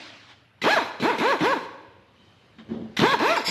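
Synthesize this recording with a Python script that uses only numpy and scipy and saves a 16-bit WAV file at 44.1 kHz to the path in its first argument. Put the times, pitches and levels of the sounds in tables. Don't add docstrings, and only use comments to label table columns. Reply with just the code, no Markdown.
import sys
import numpy as np
from scipy import signal
from scipy.fft import rfft, irfft, next_fast_len
from scipy.io import wavfile
from scipy.ndimage import uniform_filter1d

SR = 44100
rng = np.random.default_rng(int(sys.argv[2]) if len(sys.argv) > 2 else 0)


def ratio_of_db(decibels):
    return 10 ** (np.asarray(decibels, float) / 20)


def wrap_up_sound(samples):
    columns = np.atleast_2d(samples).T
    tamed = np.clip(columns, -1, 1)
    steps = np.round(tamed * 32767).astype(np.int16)
    wavfile.write(sys.argv[1], SR, steps)


N = 154350
TIME = np.arange(N) / SR
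PATCHY_DB = 2.2


def unit(x):
    return x / np.sqrt(np.mean(x ** 2) + 1e-20)


def along(points, hz):
    f, v = np.transpose(points)
    return np.interp(np.log(hz + 1), np.log(f + 1), v)


def filtered(x, response):
    size = next_fast_len(N + SR // 2)
    hz = np.fft.rfftfreq(size, 1 / SR)
    return irfft(rfft(x, size) * response(hz), size)[..., :N]


def noise(tone, patchy_db=PATCHY_DB):
    z = signal.stft(rng.standard_normal(N + 512), nperseg=512)[2]
    field = uniform_filter1d(rng.standard_normal(z.shape), 4, 0)
    field = uniform_filter1d(field, 8, 1)
    x = signal.istft(z * ratio_of_db(patchy_db * unit(field)), nperseg=512)[1][:N]
    return unit(filtered(x, lambda hz: ratio_of_db(along(tone, hz))))


def column(tables, index):
    rows = np.concatenate([np.array(r, float) for r in tables])
    return np.interp(TIME, rows[:, 0], rows[:, index])


def gain(tables, index=1):
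    edge_s = 0.003
    on = sum(np.clip(np.minimum(TIME - r[0][0], r[-1][0] - TIME) / edge_s + .5, 0, 1) for r in tables)
    return np.minimum(on, 1) * ratio_of_db(column(tables, index))


def bursts_at(rows, t60):
    rise_s = 0.0007
    total = np.zeros(N)
    for start, db in rows:
        age = np.abs(TIME - start)
        total += (TIME >= start) * ratio_of_db(db - 60 * age / t60) * (1 - np.exp(-age / rise_s))
    return total


def struck_mode(start, hz, db, t60):
    return bursts_at([(start, db)], t60) * np.sin(2 * np.pi * hz * (TIME - start))


def resonances(peaks, f):
    total = 0
    for k, (centre, width, db) in enumerate(peaks):
        total = total + (-1) ** k * ratio_of_db(db) * 1j * f * width / (centre * centre - f * f + 1j * f * width)
    return total


def room_noise():
    # frequency in Hz, spectrum in dB per Hz.
    floor_tone = [(18, -76), (40, -9), (109, 2.5), (160, -12.5), (186, -8), (328, -18.5), (2990, -23),
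                  (7950, -49.5), (11400, -47.5), (14000, -53)]
    return ratio_of_db(-55.5) * noise(floor_tone)


def mains_hum():
    # frequency in Hz, sine amplitude in dB.
    hum_tones = [(120, -64)]
    return sum(ratio_of_db(db) * np.sin(2 * np.pi * hz * TIME) for hz, db in hum_tones)


def air_leak():
    # time in seconds, level in dB.
    leak_level = [(1.9, -75.5), (2.1, -66), (2.25, -57), (2.55, -60), (3.5, -60)]
    # frequency in Hz, spectrum in dB per Hz.
    leak_tone = [(90, -33), (150, 0), (400, -11.5), (1360, -24), (2850, -25), (3060, -13), (3300, -27),
                 (3550, -27), (3720, -16.5), (3950, -22.5), (12300, -52), (14000, -66)]
    return gain([leak_level]) * noise(leak_tone)


def fading_blast():
    # time in seconds, level in dB.
    fading_level = [(0.0, -40.5), (0.27, -54), (.31, -48.5), (.36, -58), (0.5, -73)]
    # frequency in Hz, spectrum in dB per Hz.
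    fading_tone = [(88, -46), (150, -18), (280, 5.5), (467, -12), (532, -3), (2620, -1), (4220, -3),
                   (12000, -40), (15600, -90)]
    return gain([fading_level]) * noise(fading_tone)


def knocks():
    # time in seconds, ring level in dB, scrape over the ring in dB.
    touches = [
        [(2.585, -50.5, 2), (2.61, -46.5, -5.5), (2.685, -45, -40)],
        [(2.689, -34, -19), (2.72, -25.5, -28), (2.965, -46.5, -19.5)],
    ]
    # centre in Hz, width in Hz, gain in dB.
    hollow = [(95, 30, -9), (174, 8.3, -1), (222.7, 7.7, 3.5), (302, 27, -9), (358, 24, -7), (431, 16, -12),
              (506, 32, -14), (580, 48, -16), (745, 180, -21.5)]
    # frequency in Hz, spectrum in dB per Hz.
    scrape_tone = [(290, -42), (500, -12), (1760, -6), (2720, -16.5), (3030, -9), (7510, -34.5),
                   (9000, -59), (11700, -95)]
    roughness = unit(uniform_filter1d(rng.standard_normal(N), 300))
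    grains = rng.standard_normal(N) * ratio_of_db(3.8 * roughness)
    ring = unit(filtered(grains, lambda f: resonances(hollow, f) / (1 + (f / 900) ** 2)))
    scrape = ratio_of_db(column(touches, index=2)) * noise(scrape_tone)
    return gain(touches) * (ring + scrape)


def clack():
    # frequency in Hz, level in dB, t60 in seconds.
    clack_modes = [(1620, -21, .08), (2330, -23, .06), (2760, -27, .06)]
    return sum(struck_mode(3.362, hz, db, t60) for hz, db, t60 in clack_modes)


def screech():
    # time in seconds, level in dB.
    rubbing = [(3.362, -33), (3.4, -44), (3.44, -52.5), (3.452, -32), (3.475, -28), (3.5, -27)]
    # centre in Hz, width in Hz, gain in dB.
    sheet = [(3870, 90, -7), (4760, 56, 1.5), (5100, 340, -10), (5310, 24, 5), (6830, 62, -8.5),
             (7590, 66, -8.5), (11100, 1300, -24.5)]
    return gain([rubbing]) * unit(filtered(rng.standard_normal(N), lambda f: resonances(sheet, f)))


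def valve_ring():
    # start in seconds, level in dB.
    openings = [(.617, -21.5), (2.968, -22.5)]
    return sum(struck_mode(start, hz=2005, db=db, t60=0.061) for start, db in openings)


def snaps():
    # start in seconds, level in dB before the common trim, low push over it in dB.
    snap_rows = [(0.618, -21.5, -2.5), (0.639, -13, -1), (0.65, -10.5, -35), (0.999, -23.5, 0),
                 (1.024, -14.5, 2), (1.184, -17, -0.5), (1.199, -14.5, -4.5), (1.407, -16, 5),
                 (2.969, -12.5, -39), (2.991, -7.5, -6.5), (3, -8, -13), (3.016, -9, 2), (3.199, -14.5, -4),
                 (3.48, -19, -3)]
    # frequency in Hz, spectrum in dB per Hz.
    crack_tone = [(300, -39), (800, 2.5), (2000, 4.5), (4000, 2.5), (8000, -31), (14500, -73)]
    # frequency in Hz, spectrum in dB per Hz.
    thump_tone = [(30, -28), (90, -16), (160, 4), (350, 2), (700, -15), (1500, -50)]
    crack_hits = [(start, db) for start, db, _ in snap_rows]
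    thump_hits = [(start, db + push_db) for start, db, push_db in snap_rows]
    crack = noise(crack_tone) * bursts_at(crack_hits, t60=0.025)
    thump = noise(thump_tone) * bursts_at(thump_hits, t60=0.15)
    return ratio_of_db(-8) * (crack + thump)


def vane_pulses(rate, turns, lowest_db):
    jitter, scatter_db = 0.008, 1.5
    count = np.arange(1, int(turns[-1]))
    chance = rng.standard_normal((N // 40, 2))[:len(count)]
    at = np.interp(count + jitter * chance[:, 0], turns, np.arange(N))
    size = ratio_of_db(scatter_db * chance[:, 1])
    whole, part = at.astype(int), at % 1
    pulses = np.bincount(whole, size * (1 - part), N + 1)[:N]
    pulses = pulses + np.bincount(whole + 1, size * part, N + 1)[:N]
    pulses = pulses + (ratio_of_db(lowest_db) - 1) * 2 * rate / SR * np.cos(2 * np.pi * turns)
    return unit(pulses * np.sqrt(SR / rate))


def motor_whine(rate, turns, gate):
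    # time in seconds, level in dB before the motor trim, change of the lowest partial in dB.
    motor = [
        [(.636, -27.5, 4), (.667, -16, 0.5), (.706, -17, -1), (.735, -12, -13.5), (.75, -20, -12),
         (.765, -16.5, 4), (.787, -15, -15), (.792, -24, -3), (.83, -26.5, -3.5)],
        [(1.022, -27, 4.5), (1.05, -20.5, 2), (1.1, -19.5, -3), (1.125, -25, -1), (1.16, -30.5, -5)],
        [(1.203, -26.5, 5), (1.225, -20.5, 1), (1.312, -17.5, -1), (1.327, -16.5, -6), (1.333, -22, -0.5),
         (1.37, -32.5, -0.5)],
        [(1.408, -28.5, 5), (1.435, -20, 1), (1.518, -19, -2), (1.532, -15.5, -7.5), (1.538, -28, 1),
         (1.58, -30, 1)],
        [(3.0, -32, -5), (3.035, -18, 4), (3.1, -18.5, -12), (3.144, -15, -7), (3.149, -28.5, -2),
         (3.185, -38, 6)],
        [(3.195, -26, 2), (3.235, -19, 0.5), (3.275, -19, -3.5), (3.32, -15.5, -3), (3.355, -22, -7.5),
         (3.376, -15.5, -12), (3.381, -29.5, 3), (3.41, -30, -6)],
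        [(3.478, -35, 16), (3.5, -35, 9)],
    ]
    # centre in Hz, width in Hz, gain in dB.
    exhaust = [(263, 124, 9), (462, 296, 6), (677, 98, 6.5), (856, 64, 7.5), (938.5, 80, 9.5),
               (1104, 164, 3), (1650, 370, 0.5), (2090, 92, -8.5), (2410, 190, -10), (3430, 150, -16.5),
               (4260, 230, -16)]
    puffs = ratio_of_db(-27) * gate * rng.standard_normal(N)
    drive = vane_pulses(rate, turns, column(motor, index=2)) + puffs
    level = gain(motor)
    whine = filtered(-drive * level, lambda f: resonances(exhaust, f) / (1 + 1j * f / 5000) ** 3)
    whine *= np.linalg.norm(level) / np.linalg.norm(whine)
    return ratio_of_db(-2) * whine


def exhaust_hiss(gate):
    # time in seconds, level in dB before the air trim.
    air = [
        [(0.617, -30.5), (0.719, -23), (0.9, -44)],
        [(0.998, -37.5), (1.042, -28), (1.18, -40.5)],
        [(1.182, -30), (1.322, -31.5), (1.388, -44)],
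        [(1.39, -38), (1.452, -27), (1.66, -49)],
        [(2.967, -25), (3.137, -28), (3.188, -47)],
        [(3.19, -31.5), (3.308, -25), (3.435, -41)],
        [(3.44, -48), (3.46, -30.5), (3.5, -23)],
    ]
    # frequency in Hz, spectrum in dB per Hz.
    hiss_tone = [(1120, -12), (1850, -6), (2050, 3), (2280, 0), (2520, 2), (2800, -5.5), (4120, -3),
                 (4520, -12.5), (5140, -12), (7660, -23.5), (9010, -32), (11900, -25), (14500, -41.5)]
    chopped = 0.08
    hiss = noise(hiss_tone, patchy_db=3) * (1 - chopped + chopped * gate)
    return ratio_of_db(-1.5) * hiss * gain(air)


def tool():
    # time in seconds, vane pulse rate in Hz before smoothing.
    speed = [
        [(.636, 170), (.658, 290), (.68, 570), (.7, 750), (.716, 825), (.734, 860), (.752, 795), (.772, 620),
         (.789, 465), (.827, 240)],
        [(1.022, 150), (1.048, 300), (1.075, 434), (1.099, 512), (1.127, 320), (1.157, 200)],
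        [(1.203, 165), (1.229, 338), (1.255, 466), (1.287, 540), (1.313, 574), (1.327, 465), (1.362, 260)],
        [(1.408, 165), (1.436, 337), (1.468, 480), (1.498, 538), (1.518, 568), (1.534, 460), (1.572, 250)],
        [(3.0, 120), (3.038, 374), (3.068, 495), (3.096, 537), (3.128, 566), (3.145, 430), (3.182, 230)],
        [(3.195, 150), (3.228, 330), (3.26, 490), (3.288, 610), (3.324, 693), (3.349, 661), (3.375, 450),
         (3.407, 215)],
        [(3.478, 130), (3.5, 230)],
    ]
    rate = uniform_filter1d(column(speed, index=1), size=SR // 220)
    turns = np.cumsum(rate) / SR
    gate = unit(np.exp(2.2 * np.cos(2 * np.pi * turns)))
    return motor_whine(rate, turns, gate) + exhaust_hiss(gate)


def echoes(x):
    # delay in seconds, gain before the treble loss.
    surfaces = [(.0055, -0.099), (.0093, 0.094)]

    def response(f):
        delayed = sum(g * np.exp(-2j * np.pi * f * s) for s, g in surfaces)
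        return delayed / (1 + 1j * f / 2500)

    return filtered(x, response)


def hall(x):
    # frequency in Hz, t60 in seconds.
    hall_t60 = [(100, 0.67), (500, 1.11), (1500, 0.94), (4000, 0.98), (7000, 0.82), (11000, 0.74),
                (14000, 0.39)]
    delay_s = 0.008
    hz, t, z = signal.stft(rng.standard_normal(SR + SR // 2), SR, nperseg=256)
    decay = ratio_of_db(-60 * t / along(hall_t60, hz)[:, None])
    tail = signal.istft(z * decay, SR, nperseg=256)[1]
    late = np.pad(x, (round(delay_s * SR), 0))
    return ratio_of_db(-11.5) * signal.fftconvolve(late, tail / np.linalg.norm(tail))[:N]


def scene():
    background = room_noise() + mains_hum() + air_leak() + fading_blast()
    near = knocks() + clack() + screech() + valve_ring() + snaps() + tool()
    mid = near + echoes(near) + hall(near) + background
    return np.array([mid, mid])


def colour(x):
    low_hz, top_hz = 101.7, 13600
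    notch_hz, notch_width_hz, notch_depth = 9100, 170, 0.98

    def response(f):
        notch = 1 - notch_depth * np.exp(-((f - notch_hz) / notch_width_hz) ** 2)
        bass = (1j * f / (low_hz + 1j * f)) ** 2
        return notch * bass / (1 + (f / top_hz) ** 16)

    return filtered(x, response)


def side_hiss(mid):
    # frequency in Hz, spectrum in dB per Hz.
    side_tone = [(30, -15), (500, -15.5), (3000, -17), (8000, -22.5), (11000, -24), (14500, -12.5)]
    loud = np.sqrt(np.abs(uniform_filter1d(mid ** 2, 2048)))
    return (ratio_of_db(-90.5) + ratio_of_db(-42) * loud) * noise(side_tone + [(15000, -120)])


def right_lean(mid):
    return 0.25 * filtered(mid, lambda f: 1 / (1 + (10800 / (f + 1)) ** 16))


def roll_off(x):
    return signal.sosfilt(signal.butter(12, 14970, fs=SR, output="sos"), x)


def record(dry):
    x = colour(dry)
    side = side_hiss(x[0]) - right_lean(x[0])
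    mix = x + np.array([side, -side])
    return roll_off(mix)


dry = scene()
out = record(dry)
wrap_up_sound(out)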